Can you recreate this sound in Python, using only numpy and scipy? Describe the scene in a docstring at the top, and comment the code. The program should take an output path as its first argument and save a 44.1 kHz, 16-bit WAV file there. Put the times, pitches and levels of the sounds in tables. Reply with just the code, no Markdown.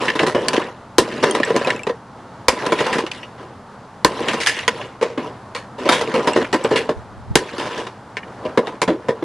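"""Four hammer blows crack a plastic toy washing machine on concrete outdoors, close to the microphone.
Between them it tumbles, clacks and rattles, is lifted and dropped, and at the end it rocks to rest.
Impacts are noisy contact forces ringing casing, drum, panel and snap filters; rattling is sparse ticks.
A small hard piece rings as decaying sines; gusts, a distant wash and a wavering hum lie underneath.
The loudest peaks overload and are rounded off."""
import sys
import numpy as np
from scipy import signal
from scipy.fft import rfft, irfft
from scipy.io import wavfile
from scipy.ndimage import uniform_filter1d

SR = 44100
rng = np.random.default_rng(int(sys.argv[2]) if len(sys.argv) > 2 else 0)


def unload_audio(sound):
    """Save the sound as a 16-bit wav file, at the path given as the first command line argument."""
    columns = np.transpose(np.atleast_2d(sound))
    # keep every value between -1 and 1, then stretch to whole-number steps
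    steps = np.round(np.clip(columns, -1, 1) * 32767)
    wavfile.write(sys.argv[1], SR, steps.astype(np.int16))


N = 407484
SIZE = 2 ** 14  # samples in one impact
HZ = np.fft.rfftfreq(SIZE, 1 / SR)


def amp(db):
    """Decibels to gain."""
    return 10 ** (np.asarray(db) / 20)


def evened(x):
    """Scales along the last axis to rms 1."""
    return x / np.sqrt(np.mean(x ** 2, -1, keepdims=True) + 1e-20)


def read(points, hz):
    """Reads a table along a log-frequency axis."""
    f, value = np.transpose(points)
    return np.interp(np.log(hz + 1), np.log(f + 1), value)


def add(mix, s, sound):
    """Mixes a sound in at s seconds."""
    part = mix[:, max(round(s * SR), 0):][:, :sound.shape[-1]]
    part += sound[..., :part.shape[1]]


def colour(x, points):
    """Filters a long signal by a table of (frequency [Hz], gain [dB])."""
    return irfft(rfft(x) * amp(read(points, np.fft.rfftfreq(N, 1 / SR))), N)


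def causal(gain):
    """Gives a magnitude response the phase of something that rings only after it is struck."""
    log_gain = np.log(np.maximum(gain, gain.max() * 1e-4))
    circle = np.concatenate([log_gain, log_gain[-2:0:-1]])
    minimum_phase = np.exp(np.conj(signal.hilbert(circle)))
    return minimum_phase[:len(gain)]


def resonances(modes):
    """Response of a part: its modes, falling off steeply below and above them."""
    power = sum(amp(db) ** 2 / (1 + ((HZ - hz) / (width / 2)) ** 2) for hz, width, db in modes)
    low_skirt = (1.14 * modes[0][0] / (HZ + 1)) ** 4
    high_skirt = (HZ / (1.23 * modes[-1][0])) ** 4
    return causal(np.sqrt(power / (1 + low_skirt + high_skirt)))


def parts():
    """Responses of the hollow casing, the drum inside it, the flat panels and snapping edges."""
    # modes of each part: (frequency [Hz], width [Hz], relative level [dB])
    casing_modes = [(153, 56, -7.5), (247, 40, -3), (356, 150, -4), (449.5, 34, 1), (535, 73, -1.5),
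                    (610, 26, -3.5)]
    drum_modes = [(750, 360, -1), (970, 37, -5.5), (1002.5, 52, 7.5), (1090, 1000, -4.5)]
    panel_modes = [(1420, 49, -16.5), (1760, 400, 2), (2100, 1050, -4), (2836, 260, -1)]
    # spectrum of a hard edge snapping on contact: (frequency [Hz], relative level [dB])
    snap_spectrum = [(1500, -11.5), (3300, 1.5), (5200, -2.5), (7000, -8), (9500, -12), (11000, -12.5),
                     (12500, -43)]
    snap = causal(amp(read(snap_spectrum, HZ)))
    return resonances(casing_modes), resonances(drum_modes), resonances(panel_modes), snap


def own_modes(mode_db, mode_width_hz, count=12):
    """Every impact adds a few narrow resonances of its own, from 1.3 to 9.1 kHz."""
    pitch, size = rng.random((2, count, 1))
    hz = 1300 * 7 ** pitch
    return 1 + (amp(mode_db) * size / (1 + 2j * (HZ - hz) / mode_width_hz)).sum(0)


def contact_force(t, t60, chatter_per_s, first_db, first_s, lump_db):
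    """Strength of contact: a hard first hit, then dying chatter of the plastic against itself."""
    lumps = amp(lump_db * rng.standard_normal(SIZE).clip(-2, 2))
    contacts = (rng.random(SIZE) < chatter_per_s / SR) * lumps
    # each contact dies with a 1.4 ms time constant, over a steadier fine crunch
    bursts = signal.lfilter([1], [1, -np.exp(-1 / (0.0014 * SR))], contacts)
    chatter = evened(bursts) + 1.4
    first_hit = amp(first_db) * np.exp(-t / first_s)
    return (chatter + first_hit) * amp(-60 * t / max(t60, .02))


def strike(row, responses, chatter_per_s, first_db, first_s, lump_db, focus_db, mode_db, tilt_db):
    """One impact as mid and side: noise shaped by the contact force drives all four parts."""
    s, thud_hz, *levels_db, t60 = row
    casing, drum, panels, snap = responses
    t = np.arange(SIZE) / SR
    force = contact_force(t, t60, chatter_per_s, first_db, first_s, lump_db)
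    # the side that lands stiffens casing and panels differently and favours one region of the low modes
    shift = (thud_hz / 430) ** 0.073
    focus = 1 + amp(focus_db) / (1 + 2j * (HZ - thud_hz) / 55)
    casing = np.interp(HZ / shift, HZ, casing) * focus
    # one panel region, a fixed multiple above the thud, is favoured too
    clack_ratio, clack_width_hz, clack_db = 4.5, 500, 0
    clack = 1 + amp(clack_db) / (1 + 2j * (HZ - clack_ratio * thud_hz) / clack_width_hz)
    panels = np.interp(HZ / shift, HZ, panels) * clack
    piece = own_modes(mode_db, mode_width_hz=130)
    # harder contacts are shorter, so a louder snap is brighter
    db_per_octave = tilt_db + 0.26 * (levels_db[-1] + 21.5)
    brightness = amp(db_per_octave * np.log2(np.clip(HZ, 3000, 11000) / 3000))
    out = np.zeros((2, SIZE))
    for response, db in zip((casing, drum, panels * piece, snap * piece * brightness), levels_db):
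        drive = rfft(force * rng.standard_normal((2, SIZE)))
        out += amp(db) * evened(irfft(drive * response))
    fade = np.minimum(1, 10 * (1 - t / t[-1])) ** 2
    level_span_s = .02  # each part carries the energy of its level held this long
    return s, out * fade * np.sqrt(level_span_s * SR / SIZE)


def thump(hz, db, t60):
    """A short low boom: a decaying sine."""
    t = np.arange(SIZE) / SR
    return amp(db - 60 * t / t60) * np.sin(2 * np.pi * hz * t)


def hammer(responses, blow_db=6):
    """Steel cracks the casing and drives it against the slab; the first milliseconds are by far the loudest."""
    # hammer blows, levels before the blow gain: (time [s], thud pitch [Hz], thud level [dB],
    # drum ring level [dB], panel clack level [dB], snap level [dB], t60 [s])
    blows = [(0.983, 345, -10.5, -16.5, -20.5, -18.5, 0.14), (2.483, 520, -18, -17, -20.5, -19.5, 0.15),
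             (4.047, 287, -16.5, -14, -21.5, -20, 0.11), (7.355, 340, -15, -19, -18.5, -17.5, 0.12)]
    out = np.zeros((2, N))
    for row in blows:
        s, crack = strike(row, responses, chatter_per_s=1800, first_db=20, first_s=.003,
                          lump_db=-3.0, focus_db=3.5, mode_db=-2, tilt_db=2.0)
        boom = thump(hz=65, db=-18, t60=0.06)
        add(out, s, amp(blow_db) * crack + boom * [[1], [0]])  # the low boom is mid only
    return out


def shared(strength_db, hardness):
    """Splits a knock: a flat face booms the casing, a corner rings the drum, an edge clacks and snaps."""
    # shares from flat face through corner and loose panel to sharp edge, before their sum is evened:
    # (hardness [0-1], casing [dB], drum [dB], panel clack [dB], snap [dB])
    shares = [(0, 2, -12.5, -19, -26.5), (.5, -6.5, -2.5, -6.5, -6), (.75, -11, -16, 6, -15.5),
              (1, -38, -11.5, -4, -0.5)]
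    steps, *parts_db = np.transpose(shares)
    db = np.array([np.interp(hardness, steps, part) for part in parts_db])
    total_db = 10 * np.log10(np.sum(amp(db) ** 2))
    return strength_db + db - total_db


def tumbling(responses):
    """Corners and loose panels hit the concrete as the toy tumbles, somersaults, spins, drops and rocks."""
    # casing and panels landing on concrete:
    # (time [s], strength [dB], hardness [0 flat face - 1 sharp edge], thud pitch [Hz], t60 [s, at least 0.02])
    knocks = [ (0.013, -18, 0.28, 480, 0.44), (0.081, -16, .7, 380, 0.092), (0.101, -19, 0.64, 400, 0.021),
              (0.153, -18.5, 0.34, 348, 0.24), (0.192, -16, 0.65, 530, 0.065),
              (0.198, -13.5, 0.26, 354, 0.27), (0.232, -13.5, 0.21, 410, 0.074),
              (0.265, -14, 0.35, 397, 0.23), (0.347, -11, 0.18, 485, 0.21), (0.484, -16.5, 1, 585, 0.024),
              (0.532, -17.5, 0.43, 550, .15), (0.564, -23.5, 0.89, 590, 0.048),
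              (0.577, -13, 0.06, 466, 0.03), (1.227, -10, 0.27, 400, 0.37), (1.238, -13, 0.34, 424, 0.043),
              (1.349, -15.5, 0.36, 440, 0.13), (1.4, -16, 0.13, 600, 0.04),
              (1.432, -16.5, 0.82, 373, 0.031), (1.474, -21, 0.23, 445, 0.1),
              (1.503, -13.5, 0.078, 450, 0.059), (1.554, -17, 0.1, 553, 0.049),
              (1.563, -14, 0.33, 400, 0.086), (1.612, -20.5, 0.086, 570, 0.045),
              (1.672, -16, 0.27, 570, 0.088), (1.703, -18, 0.79, 415, 0.026),
              (1.868, -17, 0.21, 384, 0.087), (1.894, -18, .13, 490, 0.082), (2.664, -21, 0.46, 344, 0.048),
              (2.721, -11.5, 0.26, 265, 0.084), (2.786, -20.5, 0.6, 465, 0.2),
              (2.804, -15, 0.26, 430, 0.089), (2.863, -19.5, 0.38, 346, 0.12), (2.928, -20, 0.9, 415, 0.16),
              (2.983, -17, 0.34, 450, 0.14), (3.037, -24, .02, 338, 0.032), (3.065, -28, .55, 500, 0.059),
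              (3.115, -27.5, 0.95, 630, 0.04), (3.23, -33.5, 0.63, 660, 0.072),
              (4.282, -16, 0.59, 565, .14), (4.333, -19.5, 0.38, 430, 0.086),
              (4.402, -19.5, 0.95, 463, 0.32), (4.462, -20, 1, 350, 0.02), (4.47, -12, .95, 470, 0.14),
              (4.59, -28.5, .92, 550, 0.025), (4.679, -11, 0.56, 493, 0.037), (5.012, -16, 0.19, 470, 0.39),
              (5.027, -14, 0.18, 500, 0.054), (5.176, -18, 0.16, 250, .13), (5.549, -23.5, 0.53, 517, 0.2),
              (5.855, -14.5, 0.14, 580, 0.15), (5.878, -23.5, 0.32, 477, 0.072),
              (5.89, -9.5, 0.46, 445, 0.09), (5.92, -10.5, .53, 503, 0.26), (6.011, -19.5, 0.4, 470, .07),
              (6.14, -12.5, 0.21, 540, 0.2), (6.172, -17, 0.071, 550, 0.11),
              (6.273, -11.5, 0.3, 473, 0.091), (6.361, -9.5, 0.16, 356, 0.12),
              (6.445, -29, 0.65, 445, .045), (6.528, -13, 0.34, 356, 0.14), (6.545, -13.5, 0.16, 308, .055),
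              (6.646, -13, 0.19, 370, 0.091), (6.709, -9, 0.11, 434, 0.33), (6.759, -16.5, 0.91, 520, .16),
              (6.891, -13.5, 0.13, 355, 0.094), (7.581, -18.5, 0.39, 343, 0.72),
              (7.775, -24.5, 0.37, 403, 0.28), (7.867, -29.5, 0.42, 370, 0.099),
              (8.169, -23.5, 0.62, 430, 0.062), (8.23, -37.5, .72, 415, 0.053),
              (8.451, -20.5, 0.12, 634, .13), (8.574, -8, 0.14, 432, 0.1), (8.671, -24.5, 0.33, 434, 0.067),
              (8.817, -13, .42, 464, 0.076), (8.877, -10, 0.11, 343, 0.17), (9.085, -12.5, 0.13, 456, 0.11),
              (9.224, -19.5, 0.011, 333, 0.097)]
    out = np.zeros((2, N))
    for s, strength_db, hardness, thud_hz, t60 in knocks:
        row = s, thud_hz, *shared(strength_db, hardness), t60
        add(out, *strike(row, responses, chatter_per_s=590, first_db=-8, first_s=.0013,
                         lump_db=3.0, focus_db=5.0, mode_db=5, tilt_db=1.0))
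    return out


def shaking():
    """How strongly casing and small parts are shaken: quick attack, build with speed, release at rest."""
    # spells of loose parts shaking and sliding while the toy moves, levels before each part's own gain:
    # (start [s], length [s], casing level [dB], small parts level [dB])
    spells = [(0.0, 0.07, -19, -25.5), (0.39, 0.22, -19.5, -30.5), (1.01, 0.71, -20.5, -30),
              (2.521, 0.44, -18, -27), (3.13, 0.038, -37.5, -35), (3.374, 0.045, -31, -44.5),
              (4.091, 0.29, -21, -28), (4.457, .13, -32.5, -25.5), (4.702, .12, -25.5, -34),
              (5.186, 0.069, -24.5, -38), (5.779, 0.63, -19.5, -30), (6.585, 0.22, -22.5, -33),
              (7.382, 0.41, -25, -32), (8.24, 0.21, -34, -51), (8.423, 0.057, -27.5, -49),
              (8.615, 0.084, -26, -42), (8.897, 0.36, -33, -53)]
    attack_s, rise_db, release_db_per_s = 0.0067, 4.5, 149
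    out = np.zeros((2, N))
    for start, length, casing_db, small_db in spells:
        t = np.arange(N) / SR - start
        attack = np.clip(t / attack_s, 0, 1)
        build_db = rise_db * (np.clip(t / length, 0, 1) - 1)
        release_db = release_db_per_s * np.maximum(t - length, 0)
        out += amp([[casing_db], [small_db]]) * attack * amp(build_db - release_db)
    return out


def shifting(x, patch_db, patch_s, patch_hz):
    """As the points of contact move, different resonances come and go."""
    hz, t, z = signal.stft(x, SR, nperseg=512, noverlap=384)
    field = rng.standard_normal(z.shape[1:])
    field = uniform_filter1d(field, max(round(patch_s / t[1]), 1), axis=1)
    field = evened(uniform_filter1d(field, max(round(patch_hz / hz[1]), 1), axis=0))
    return signal.istft(z * amp(patch_db * field.clip(-2, 2)), SR, nperseg=512, noverlap=384)[1][:, :N]


def rattling(responses, ticks_per_s=400, spread_db=-2.0, grit_db=-19,
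             casing_db=-6.5, drum_db=-10, clack_db=-5, snap_db=-9):
    """Scraping and many small contacts excite the same parts while the toy moves."""
    low, high = shaking()
    tick_gain = amp(spread_db * np.minimum(rng.exponential(1, N), 3))
    ticks = (rng.random(N) < ticks_per_s / SR) * tick_gain
    scrape = ticks + amp(grit_db)
    levels = low * amp(casing_db), low * amp(drum_db), high * amp(clack_db), high * amp(snap_db)
    out = np.zeros((2, N))
    for response, level in zip(responses, levels):
        drive = scrape * rng.standard_normal((2, N))
        out += level * evened(signal.oaconvolve(drive, irfft(response)[None], axes=1)[:, :N])
    # light contacts carry less treble than blows
    out = colour(out, [(3500, 0.077), (10000, -4.2)])
    return shifting(out, patch_db=3.5, patch_s=.02, patch_hz=700)


def small_piece():
    """A hard fragment rings with a few high modes on each bounce."""
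    # bounces, levels before the mode levels:
    # (time [s], pitch of the lowest mode [Hz], lowest mode level [dB], upper modes level [dB])
    pings = [(1.311, 3180, -9.5, -10.5), (1.45, 2740, -44, -18), (1.648, 2540, -6.5, -26),
             (1.763, 2610, -16, -29), (1.794, 2330, -14, -45), (1.834, 2650, -14, -24),
             (6.334, 2770, -9, -17.5), (6.6406, 2770, -26, -17)]
    # bending modes: (multiple of the lowest, relative level [dB], t60 [s])
    bending_modes = [(1, -9, 0.043), (2.02, -14, .03), (2.83, -2.5, 0.012)]
    out, t = np.zeros((2, N)), np.arange(SIZE) / SR
    for s, hz, low_db, high_db in pings:
        for k, (multiple, db, t60) in enumerate(bending_modes):
            phase = 2 * np.pi * (hz * multiple * t + rng.random((2, 1)))
            bounce_db = high_db if k else low_db
            add(out, s, amp(db + bounce_db - 60 * t / t60) * np.sin(phase))
    return out


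def yard(x, wet_db=-17, delay=0.0097):
    """A thin open-air tail, fading in over the delay, each band dying at its own speed."""
    # scatter from the rock, pot and shrubs: (frequency [Hz], t60 [s])
    scatter = [(150, 0.21), (1000, 0.19), (3000, 0.1), (9000, 0.11)]
    hz, t, z = signal.stft(rng.standard_normal((2, SIZE)), SR, nperseg=256)
    decay = amp(-60 * t / read(scatter, hz)[:, None])
    tail = signal.istft(z * decay * np.minimum(t / delay, 1), SR, nperseg=256)[1]
    return amp(wet_db) * signal.oaconvolve(x, tail / np.linalg.norm(tail[0]), axes=1)[:, :N]


def breeze():
    """Gusts buffet each microphone port separately with a lumpy rumble."""
    # gusts on the microphone: (time of the peak [s], peak level [dB], rise [s], fall [s])
    gusts = [(6.97, -27.5, 0.017, 0.054), (7.2, -39, 0.17, 0.17), (7.313, -18, 0.032, 0.029)]
    fade_db = 19  # lost over one rise or fall time
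    t = np.arange(N) / SR
    level = 0
    for s, db, rise, fall in gusts:
        level = level + amp(db - fade_db * np.maximum((s - t) / rise, (t - s) / fall))
    rumble = colour(rng.standard_normal((2, N)), [(15, -19), (80, 3), (170, -8.0), (350, -26), (900, -67)])
    return level * evened(rumble)


def outdoors(swell_db=-0.95, waver_hz=2.34):
    """A distant wash that swells a little, with a faint wavering hum."""
    # steady outdoor wash: (frequency [Hz], relative density [dB per Hz])
    air = [(20, -21), (60, -10), (120, 1), (150, -5), (210, -0.5), (320, -7.5), (600, -7), (900, -4.5),
           (1400, -11), (2400, -25), (4500, -29.5), (11000, -42), (13000, -67)]
    air_db, hum_hz, hum_db = -39, 124, -53
    t = np.arange(N) / SR
    drift = sum(np.sin(2 * np.pi * (f * t + rng.random((2, 1)))) / np.sqrt(f)
                for f in np.geomspace(.5, 12, 20))
    swell, waver = evened(drift)
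    wash = amp(air_db + swell_db * swell) * evened(colour(rng.standard_normal((2, N)), air))
    hum = np.sin(2 * np.pi * np.cumsum(hum_hz + waver_hz * waver) / SR)
    return wash + amp(hum_db) * evened(hum)


def scene():
    """The toy sits in the middle; the image widens toward the treble."""
    # stereo width: (frequency [Hz], side gain [dB])
    width = [(60, -22), (160, -26.5), (400, -29.5), (1000, -25.5), (2500, -14), (5000, -8), (10000, -4)]
    responses = parts()
    toy = hammer(responses) + tumbling(responses) + rattling(responses) + small_piece()
    mid, side = toy + yard(toy) + outdoors()
    side = colour(side, width)
    return np.array([mid + side, mid - side]) + breeze()


def low_pass(x, hz):
    """A steep band limit."""
    return signal.oaconvolve(x, signal.firwin(201, hz, window=("kaiser", 7), fs=SR)[None], "same")


def record(dry):
    """Limits the treble, then rounds off the loudest peaks, whose overload splashes higher; then a final band limit."""
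    treble_hz, edge_hz, ceiling = 11700, 15800, 0.97
    limited = low_pass(dry, treble_hz)
    clipped = limited / (1 + (limited / ceiling) ** 8) ** (1 / 8)
    return low_pass(clipped, edge_hz)


dry = scene()
out = record(dry)
unload_audio(out)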